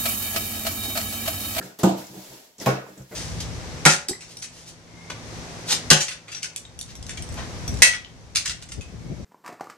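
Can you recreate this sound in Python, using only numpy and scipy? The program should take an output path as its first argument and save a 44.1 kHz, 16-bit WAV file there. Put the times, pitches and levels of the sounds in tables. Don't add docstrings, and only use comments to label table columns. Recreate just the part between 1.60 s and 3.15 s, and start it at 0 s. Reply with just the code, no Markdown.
import sys
import numpy as np
from scipy import signal
from scipy.fft import rfft, irfft
from scipy.io import wavfile

SR = 44100
rng = np.random.default_rng(int(sys.argv[2]) if len(sys.argv) > 2 else 0)


def wav_record(signal):
    frames = np.transpose(np.atleast_2d(signal))
    bounded = np.clip(frames, -1, 1)
    quanta = np.round(bounded * 32767).astype(np.int16)
    wavfile.write(sys.argv[1], SR, quanta)


N = 68355
WIDE_HZ = 823


def undb(db):
    return 10 ** (np.asarray(db) / 20)


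def unit(x):
    return x / np.sqrt(np.mean(x ** 2) + 1e-18)


def since(start):
    return np.maximum(np.arange(N) / SR - start, 0)


def fade(start, decay_s):
    return (since(start) > 0) * np.exp(-since(start) / decay_s)


def convolve(x, response):
    return signal.fftconvolve(np.atleast_2d(x), np.atleast_2d(response), axes=-1)[:, :N]


def colour(x, points, size=4096):
    hz, db = np.array(points).T
    gain = undb(np.interp(np.log(np.fft.rfftfreq(size, 1 / SR) + 1), np.log(hz), db))
    cepstrum = irfft(np.log(unit(gain)))
    cepstrum[1:size // 2] *= 2
    cepstrum[size // 2 + 1:] = 0
    return convolve(x, irfft(np.exp(rfft(cepstrum))))


def resonate(x, hz, width_hz):
    return signal.lfilter(*signal.iirpeak(hz, hz / width_hz, fs=SR), x)


def grains(per_s, spread_db, hiss):
    snaps = (rng.random(N) < per_s / SR) * rng.choice([-1, 1], N)
    sizes = undb(spread_db * np.clip(rng.standard_normal(N), -2, 2))
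    return unit(unit(snaps * sizes) + hiss * rng.standard_normal(N))


def stroke(start, length, rise_s=0.00053, release_s=0.022):
    return (1 - np.exp(-since(start) / rise_s)) * np.exp(-since(start + length) / release_s)


def rubs(table, points):
    force = sum(undb(db) * stroke(start, length) for start, length, db in table)
    return colour(force * grains(per_s=2200, spread_db=-2, hiss=0.87), points)


def ring(start, rise_s, hz, ring_s, flutter_db=1, flutter_s=0.0181):
    t = since(start)
    phase = 2 * np.pi * rng.random()
    ear_shift = np.array([[1], [-1]]) * rng.choice([-1, 1]) * np.arctan(hz / WIDE_HZ) / 2
    steps = rng.standard_normal(size=128)
    flutter = undb(flutter_db * np.interp(t / flutter_s, np.arange(len(steps)), steps))
    loudness = flutter * (1 - np.exp(-t / rise_s)) * np.exp(-np.log(1000) * t / ring_s)
    return loudness * np.sin(2 * np.pi * hz * t + phase + ear_shift)


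# f/Hz, level/dB
BACKGROUND_TONE = [(30, -20.5), (90, 3), (180, -7.5), (500, -12), (2000, -7), (7000, -28), (15500, -38)]
def background(level_db=-72.5):
    return undb(level_db) * colour(rng.standard_normal((2, N)), BACKGROUND_TONE)


# t/s, level/dB
SLIDE_LEVELS = [(0, -47), (0.051, -41.5), (.15, -57.5), (0.357, -50), (0.375, -37), (.43, -43.5),
                (.51, -47), (.58, -44), (0.739, -44.5), (.83, -50), (.93, -59.5), (1.23, -56), (1.29, -52),
                (1.34, -54), (1.39, -53), (1.471, -56), (1.55, -42.5)]
# f/Hz, level/dB
SLIDE_TONE = [(100, -15), (300, -4.5), (700, -7.5), (1200, -17), (3000, -14), (3800, -14), (7500, -11),
              (9000, -13.5), (12500, -13.5), (15500, -21.5)]
def slide():
    force = undb(np.interp(since(0), *np.array(SLIDE_LEVELS).T))
    return colour(force * grains(per_s=2500, spread_db=2, hiss=0.58), SLIDE_TONE)


# t/s, length/s, level/dB
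FLAP_SCRAPES = [(0, 0.034, -42.5), (.025, 0.093, -50.5), (.405, 0.0083, -47), (1.262, 0.028, -46),
                (1.365, 0.039, -48.5), (1.512, 0.045, -41.5)]
# f/Hz, level/dB
SCRAPE_TONE = [(35, -102), (60, -45.5), (159, 4.5), (613, 8), (1020, -6.5), (1520, -1), (2360, -9.5),
               (4120, -32), (6120, -56.5), (7370, -2), (8280, -67), (12900, -34), (15500, -75.5)]
def scrapes():
    return rubs(FLAP_SCRAPES, SCRAPE_TONE)


# t/s, rise/s, level/dB, f/Hz around which the box rings most
SOFT_BUMPS = [(0, 0.0024, -32.5, 221), (0.033, 0.017, -28.5, 178), (0.386, 0.0084, -38.5, 130),
              (0.497, 0.0086, -36, 156), (.53, 0.015, -35, 377), (0.561, 0.016, -27, 187),
              (0.69, 0.065, -30, 131), (0.724, 0.0038, -44.5, 363), (1.011, 0.01, -36, 200),
              (1.293, 0.033, -31.5, 230), (1.375, 0.0033, -36.5, 212), (1.396, 0.0051, -31, 116),
              (1.509, 0.0047, -36.5, 162)]
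def bumps(count=8, spread_octaves=0.5, ring_share=0.62):
    out, notes_hz = 0, np.array(BOX_NOTES)[:count, 0]
    for start, rise_s, db, centre_hz in SOFT_BUMPS:
        share = 1 / (1 + (np.log2(notes_hz / centre_hz) / spread_octaves) ** 2)
        for gain, (hz, ring_s, *_) in zip(share / np.linalg.norm(share), BOX_NOTES):
            out = out + undb(db) * gain * ring(start, rise_s, hz, ring_s * ring_share)
    return out


# t/s, level/dB
FOLD_SQUEAKS = [(0.0137, -33.5), (0.0246, -37.5)]
# f/Hz, ring time/s, level/dB
FOLD_NOTES = [(1360, .04, -2), (1630, 0.071, -2), (1756, 0.03, 1.5)]
def folds(rise_s=0.001):
    return sum(undb(db + note_db) * ring(start, rise_s, hz, ring_s)
               for start, db in FOLD_SQUEAKS for hz, ring_s, note_db in FOLD_NOTES)


# t/s, level/dB, f/Hz, fade time/s
CREASE_TICKS = [(0.026, -35, 4860, 0.0016), (0.1882, -28.5, 13200, 0.0014), (0.193, -29, 10800, .002),
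                (0.232, -18.5, 7800, 0.0022), (0.2334, -14, 1290, 0.0015), (0.418, -36, 1730, 0.0019),
                (0.468, -37, 6400, 0.0024), (0.9821, -36.5, 6270, 0.0037), (1.0005, -24.5, 5820, 0.0017),
                (1.06, -20.5, 12200, 0.0012), (1.0605, -19.5, 6560, 0.0012), (1.0605, -14, 2090, 0.0011),
                (1.068, -23, 12000, 0.0012), (1.377, -37.5, 7200, 0.0022), (1.42, -42.5, 6000, .0015)]
def ticks(width_share=0.45):
    out = 0
    for start, db, hz, decay_s in CREASE_TICKS:
        force = fade(start, decay_s)
        burst = force * rng.standard_normal(N)
        snap = resonate(resonate(burst, hz, hz * width_share), hz, hz * width_share)
        out = out + undb(db) * unit(snap) * np.sqrt(np.mean(force ** 2))
    return out


# t/s, length/s, level/dB
TUG_RASPS = [(.188, 0.0055, -32), (.2, 0.1, -45), (.984, 0.0028, -42.5), (.998, 0.0079, -43.5),
             (1.010, 0.013, -34.5), (1.04, 0.017, -42.5)]
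# f/Hz, level/dB
RASP_TONE = [(35, -28), (60, -11), (167, 2), (585, -2.5), (1480, -17), (1960, -11), (2150, -22),
             (3270, -13.5), (3580, -13), (6710, -14), (8870, -16.5), (11200, -14), (15500, -29.5)]
def rasps():
    return rubs(TUG_RASPS, RASP_TONE)


# t/s, crack level/dB, crackle level/dB, crackle fade time/s, slap level/dB, boom level/dB
FLAP_RIPS = [(0.2332, 2, 3.5, 0.041, 1, -8.5), (1.0603, -1.5, 2, 0.042, -6, -15.5)]
# f/Hz, level/dB
RIP_TONES = [
    [(40, -35), (90, -17), (170, -2.5), (330, -3.5), (450, -11), (560, -4.5), (740, -6.5), (1050, -12),
     (1450, -31), (2200, -29), (3800, -23.5), (5500, -32.5), (7500, -20.5), (9200, -38), (12000, -31),
     (15500, -40.5)],
    [(40, -37), (90, -30), (140, -2.5), (330, -4), (500, -0.5), (800, -1.5), (910, -22.5), (1100, -8),
     (1600, -9.5), (1900, -20), (2250, -14.5), (2900, -23), (6000, -20.5), (9200, -27.5), (12000, -29),
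     (15500, -37)],
]
CRACK_DB, CRACKLE_DB, SLAP_DB = -11.5, -18.5, -14
def rips(rise_s=0.00059, crack_s=0.0024, slap_lag_s=0.0071, slap_s=0.0017, slap_top_hz=1420):
    out = 0
    for (start, crack_db, crackle_db, decay_s, slap_db, _), tone in zip(FLAP_RIPS, RIP_TONES):
        crack = undb(CRACK_DB + crack_db) * fade(start, crack_s)
        crackle = undb(CRACKLE_DB + crackle_db) * fade(start, decay_s)
        force = (crack + crackle) * (1 - np.exp(-since(start) / rise_s))
        tear = force * grains(per_s=2800, spread_db=9.5, hiss=0.55)
        slap = undb(SLAP_DB + slap_db) * fade(start + slap_lag_s, slap_s) * rng.standard_normal(N)
        dull_slap = signal.lfilter(*signal.butter(2, slap_top_hz, fs=SR), slap)
        out = out + colour(tear + dull_slap, tone)
    return out


# t/s, level/dB, f/Hz
FLAP_KNOCKS = [(0.2359, -11, 191), (.2715, -14, 325), (1.0715, -13.5, 640), (1.182, -26.5, 594),
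               (1.22, -36.5, 506), (1.241, -37.5, 470), (1.265, -38.5, 974), (1.29, -37.5, 516)]
def knocks(rise_cycles=0.9):
    out = 0
    for start, db, hz in FLAP_KNOCKS:
        cycles = since(start) * hz
        swell = cycles / rise_cycles * np.exp(1 - cycles / rise_cycles)
        out = out + undb(db) * swell * np.sin(2 * np.pi * cycles)
    return out


# f/Hz, ring time/s, level/dB in the first rip, level/dB in the second
BOX_NOTES = [(64, 0.35, -36, -21), (132.3, 0.31, -17, 2), (191, 0.32, -0.5, -5), (244.3, 0.12, -35, -2.5),
             (310, 0.39, -9, -14), (342.6, 0.28, -5, -10.5), (410.7, 0.32, -23, -11.5),
             (528.4, 0.26, -11, -6), (665, 0.38, -14.5, -16), (810, 0.13, -24, 2),
             (1094.5, 0.19, -22, -2.5), (1226, 0.11, -13, -13), (2224, 0.18, -53, -12.5)]
def boom(lag_s=0.003162, rise_s=0.0094):
    return sum(undb(boom_db + note_db[k]) * ring(start + lag_s, rise_s, hz, ring_s)
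               for k, (start, *_, boom_db) in enumerate(FLAP_RIPS) for hz, ring_s, *note_db in BOX_NOTES)


# t/s, length/s, level/dB
PALM_DRAGS = [(.54, 0.052, -46.5), (.71, 0.011, -48)]
# f/Hz, level/dB
DRAG_TONE = [(100, -41), (300, -10), (600, -5.5), (900, -8), (1400, -40), (5000, -24)]
def drags():
    return rubs(PALM_DRAGS, DRAG_TONE)


# t/s, length/s, level/dB, slip rate/Hz
CARD_CREAKS = [(1, 0.011, -43, 180), (1.509, 0.021, -41, 150)]
# f/Hz, width/Hz, level/dB
FLAP_NOTES = [(458, 29, -1), (593, 39, 1.5), (756, 28, -1.5), (1340, 40, -16), (2022, 29, 4),
              (4130, 3000, -36)]
def creaks(count=40, jitter=0.012, swell_s=0.0062):
    out = 0
    for start, length, db, rate in CARD_CREAKS:
        times = start + np.cumsum(1 + jitter * rng.standard_normal(count)) / rate - 1 / rate
        sizes = undb(2 * rng.standard_normal(count))
        slips = np.bincount((times * SR).astype(int), sizes, N)[:N]
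        force = stroke(start, length) * (1 - np.exp(-since(start) / swell_s))
        sound = sum(undb(note_db) * resonate(slips * force, hz, width) for hz, width, note_db in FLAP_NOTES)
        out = out + undb(db) * unit(sound) * np.sqrt(np.mean(force ** 2))
    return out


# f/Hz, ring time/s
ROOM_RING = [(100, 0.42), (500, 0.36), (2000, 0.47), (6000, 0.32), (14000, 0.11)]
def room(x, wet_db, gap_s=0.0011, early_db=8.5, early_s=0.0022, side_db=3, dry_bass_hz=302):
    x = np.ravel(x)
    hz, ring_s = np.array(ROOM_RING).T
    f = np.fft.rfftfreq(N, 1 / SR)
    mid, side = (np.exp(2j * np.pi * rng.random(len(f))) for _ in range(2))
    wide = undb(side_db) * f / np.hypot(f, WIDE_HZ)
    ears = (mid + np.array([[1], [-1]]) * wide * side) / np.sqrt(1 + wide ** 2)
    edges = np.geomspace(400, 17000, 23) - 310
    tail = 0
    for lo, hi in zip(edges, edges[1:]):
        centre = (lo + hi) / 2
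        decay_s = np.interp(np.log(centre), np.log(hz), ring_s) / np.log(1000)
        leak = (fade(gap_s, decay_s) + undb(early_db) * fade(gap_s, early_s)) ** 2
        band = signal.sosfilt(signal.butter(2, [lo, hi], "band", fs=SR, output="sos"), x)
        energy = np.abs(convolve(band ** 2, leak[:N // 2] / leak.sum()))
        noise = unit(irfft(ears * ((f >= lo) & (f < hi)), N))
        bass_cut = centre / np.hypot(centre, dry_bass_hz)
        tail = tail + np.sqrt(energy) * noise * bass_cut
    return (x + undb(wet_db) * tail) / np.sqrt(1 + undb(2 * wet_db))


def reflect(x, count=14, spread_s=0.014, low_hz=700, echo_db=-5):
    size = int(spread_s * SR)
    echoes = np.array([np.bincount(rng.integers(1, size, count), rng.choice([-1., 1.], count), 2 * size)
                       for _ in range(2)])
    echoes = signal.lfilter(*signal.butter(2, low_hz, "high", fs=SR), echoes) / np.sqrt(count)
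    return x + undb(echo_db) * convolve(x, echoes)


def scene():
    handling = rasps() + scrapes() + drags() + slide() + ticks()
    hush = background()
    echoing = reflect(room(rips(), wet_db=4.5) + room(handling, wet_db=3.5) + creaks() + knocks())
    return echoing + folds() + boom() + bumps() + hush


def record(dry, dip_share=0.56, top_hz=15700):
    dipped = dry - dip_share * resonate(dry, hz=9230, width_hz=5900)
    return signal.sosfilt(signal.ellip(8, .2, 70, top_hz, fs=SR, output="sos"), dipped)


dry = scene()
out = record(dry)
wav_record(out)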